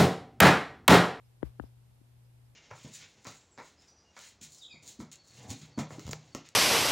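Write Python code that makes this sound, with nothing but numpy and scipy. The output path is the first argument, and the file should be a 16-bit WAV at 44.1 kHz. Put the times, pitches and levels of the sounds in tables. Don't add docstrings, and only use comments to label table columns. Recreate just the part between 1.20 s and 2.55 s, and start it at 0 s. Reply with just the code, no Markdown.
import sys
import numpy as np
from scipy import signal
from scipy.fft import rfft, irfft
from scipy.io import wavfile

SR = 44100
rng = np.random.default_rng(int(sys.argv[2]) if len(sys.argv) > 2 else 0)


def bounce(signal):
    frames = np.transpose(np.atleast_2d(signal))
    limited = np.clip(frames, -1, 1)
    pcm = np.round(limited * 32767).astype(np.int16)
    wavfile.write(sys.argv[1], SR, pcm)


N = 59535

# start_s, peak_db, brightness_db_per_octave, cutoff_hz,
# boom_db (compared with the peak), pitch_ratio, hollow_db
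BLOWS = [(0.214, -58, 4, 910, -39, 0.57, 9), (0.2231, -49, 11.5, 1530, -32, 1.1, 7),
         (0.2296, -19, 0.5, 2450, -16, 1.033, 2), (0.3923, -44, 5, 443, -14, 0.7, 0),
         (0.3982, -23.5, 4, 1750, -15.5, 0.905, -5.5), (0.4381, -38.5, 2, 1260, -23, 0.83, 1.5),
         (0.8133, -49.5, 1, 380, -32, 0.89, -1)]
# pitch_hz, gain_db
SHELF_TONE = [(30, -34), (70, -10.5), (135, 1.5), (200, -4), (305, 2.5), (420, -4.5), (510, -5.5),
              (700, -15), (900, -15), (1200, -24), (1500, -23), (1950, -25.5), (2450, -49.5), (3050, -19.5),
              (4500, -28), (8000, -48)]
# pitch_hz, gain_db
AIR_TONE = [(60, -35), (200, 11.5), (420, -7), (700, -24), (1000, -19), (1400, -2.5), (3000, -21.5),
            (8000, -84)]
# pitch_hz, gain_db
ECHO_TONE = [(80, -2), (250, 0), (500, -7), (1000, -11.5), (2000, -19), (4000, -22), (7000, -29),
             (13000, -25.5)]
# time_s, level_db
HUM_LEVELS = [(0, -59.5), (.15, -60.5), (.33, -53.5), (.5, -55), (.74, -61), (.86, -60), (1.0, -57),
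              (1.25, -57.5), (1.35, -60)]
# start_s, level_db
CLOCK_TICKS = [(.046, -77), (0.247, -75.5), (.452, -76), (1.048, -79.5), (1.252, -81)]
# pitch_hz, gain_db
HISS_TONE = [(20, -5), (35, -5.5), (70, 1), (150, -1), (300, -6), (550, -9.5), (900, -10.5), (1200, -16),
             (3500, -19), (6200, -23.5), (8500, -21), (14000, -22.5)]
# pitch_hz, left_extra_db
HISS_BALANCE = [(25, -12.5), (60, 4.5), (180, 6), (380, -3.5), (800, -2), (1200, 0), (5000, -1), (9000, 0)]

BASS_LAG_S, HALF_LAG_HZ = 0.010, 132.4
CUTOFF_STEEPNESS = 6.8
HOLLOW_HZ, HOLLOW_WIDTH_HZ = 435, 440
BOOM_HZ, BOOM_PEAK_S, BOOM_SPREAD_S = 63.3, 0.033, 0.027
AIR_DB, AIR_FADE_S = -27, 0.032
ECHO_DB, ECHO_RISE_S, ECHO_FADE_S = -30.5, 0.029, 0.25
HUM_HZ, HUM_RIGHT_DB = 120.35, -2.04
TICK_HZ, TICK_WIDTH_HZ, TICK_FADE_S = 5090, 260, 0.16
RUMBLE_HZ, RUMBLE_WIDTH_HZ, RUMBLE_DB, RUMBLE_RIGHT_DB = 65.3, 36, -66.5, -17.5
HISS_DB = -68.5
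TREBLE_LIMIT_HZ = 14000


def knocks(t):
    shelf, air_level, echo_level = 0, 0, 0
    for start, peak_db, brightness, cutoff_hz, boom_db, pitch_ratio, hollow_db in BLOWS:
        age = t - start
        strength = gain(peak_db)
        hit = thud(start, brightness, cutoff_hz, pitch_ratio, hollow_db)
        shelf += strength * (hit + gain(boom_db) * boom(age))
        air_level += strength * fade(age, AIR_FADE_S)
        build_up = np.clip(age / ECHO_RISE_S, 0, 1) ** 2
        echo_level += strength * build_up * fade(age, ECHO_FADE_S)
    air = gain(AIR_DB) * air_level * noise(tone_curve(AIR_TONE))
    echo = gain(ECHO_DB) * echo_level * noise(tone_curve(ECHO_TONE))
    return np.array([shelf, np.zeros(N)]) + air + echo


def thud(start, brightness, cutoff_hz, pitch_ratio, hollow_db):
    hz = pitches()
    push = gain(brightness * np.log2(hz / cutoff_hz))
    push /= np.sqrt(1 + (hz / cutoff_hz) ** (2 * CUTOFF_STEEPNESS))
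    hollow = gain(hollow_db * resonance(HOLLOW_HZ, HOLLOW_WIDTH_HZ))
    body = ringing_filter(tone_curve(SHELF_TONE, pitch_ratio) * hollow)
    delay_cycles = hz * start + BASS_LAG_S * HALF_LAG_HZ * np.arctan(hz / HALF_LAG_HZ)
    wave = irfft(body * push * np.exp(-2j * np.pi * delay_cycles), N)
    return wave / np.abs(wave).max()


def boom(age):
    onset = np.clip(age / BASS_LAG_S, 0, 1)
    swell = np.exp(-((age - BOOM_PEAK_S) / BOOM_SPREAD_S) ** 2)
    return onset * swell * np.cos(2 * np.pi * BOOM_HZ * age)


def mains_hum(t):
    level = gain(np.interp(t, *np.array(HUM_LEVELS).T))
    hum = level * np.sqrt(2) * np.cos(2 * np.pi * HUM_HZ * t)
    return np.array([hum, gain(HUM_RIGHT_DB) * hum])


def ticks(t):
    level = sum(gain(level_db) * fade(t - start, TICK_FADE_S) for start, level_db in CLOCK_TICKS)
    return level * noise(resonance(TICK_HZ, TICK_WIDTH_HZ))


def rumble_and_hiss():
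    rumble = gain(RUMBLE_DB) * noise(resonance(RUMBLE_HZ, RUMBLE_WIDTH_HZ))[0]
    lean_left = np.sqrt(tone_curve(HISS_BALANCE))
    balance = np.array([lean_left, 1 / lean_left])
    hiss = gain(HISS_DB) * noise(tone_curve(HISS_TONE) * balance)
    return hiss + np.array([rumble, gain(RUMBLE_RIGHT_DB) * rumble])


def gain(db):
    return 10 ** (np.asarray(db) / 20)


def pitches():
    return np.maximum(np.arange(N // 2 + 1) * SR / N, 1)


def tone_curve(table, pitch_ratio=1):
    hz, db = np.array(table, float).T
    return gain(np.interp(np.log(pitches() / pitch_ratio), np.log(hz), db))


def resonance(centre_hz, width_hz):
    hz = pitches()
    return 1 / (1 + ((hz ** 2 - centre_hz ** 2) / (hz * width_hz)) ** 2)


def noise(gains):
    white = rng.standard_normal((2, N))
    shaped = irfft(rfft(white) * gains, N)
    return shaped / shaped.std()


def ringing_filter(gains):
    cepstrum = irfft(np.log(gains + 1e-9), N)
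    cepstrum[1:N // 2] *= 2
    cepstrum[N // 2:] = 0
    return np.exp(rfft(cepstrum))


def fade(age, fade_s):
    return (age >= 0) * np.exp(-np.log(1000) * np.maximum(age, 0) / fade_s)


def scene():
    t = np.arange(N) / SR
    return knocks(t) + mains_hum(t) + ticks(t) + rumble_and_hiss()


def record(dry):
    treble_cut = signal.ellip(N=10, rp=0.2, rs=60, Wn=TREBLE_LIMIT_HZ, fs=SR, output="sos")
    return signal.sosfilt(treble_cut, dry)


dry = scene()
out = record(dry)
bounce(out)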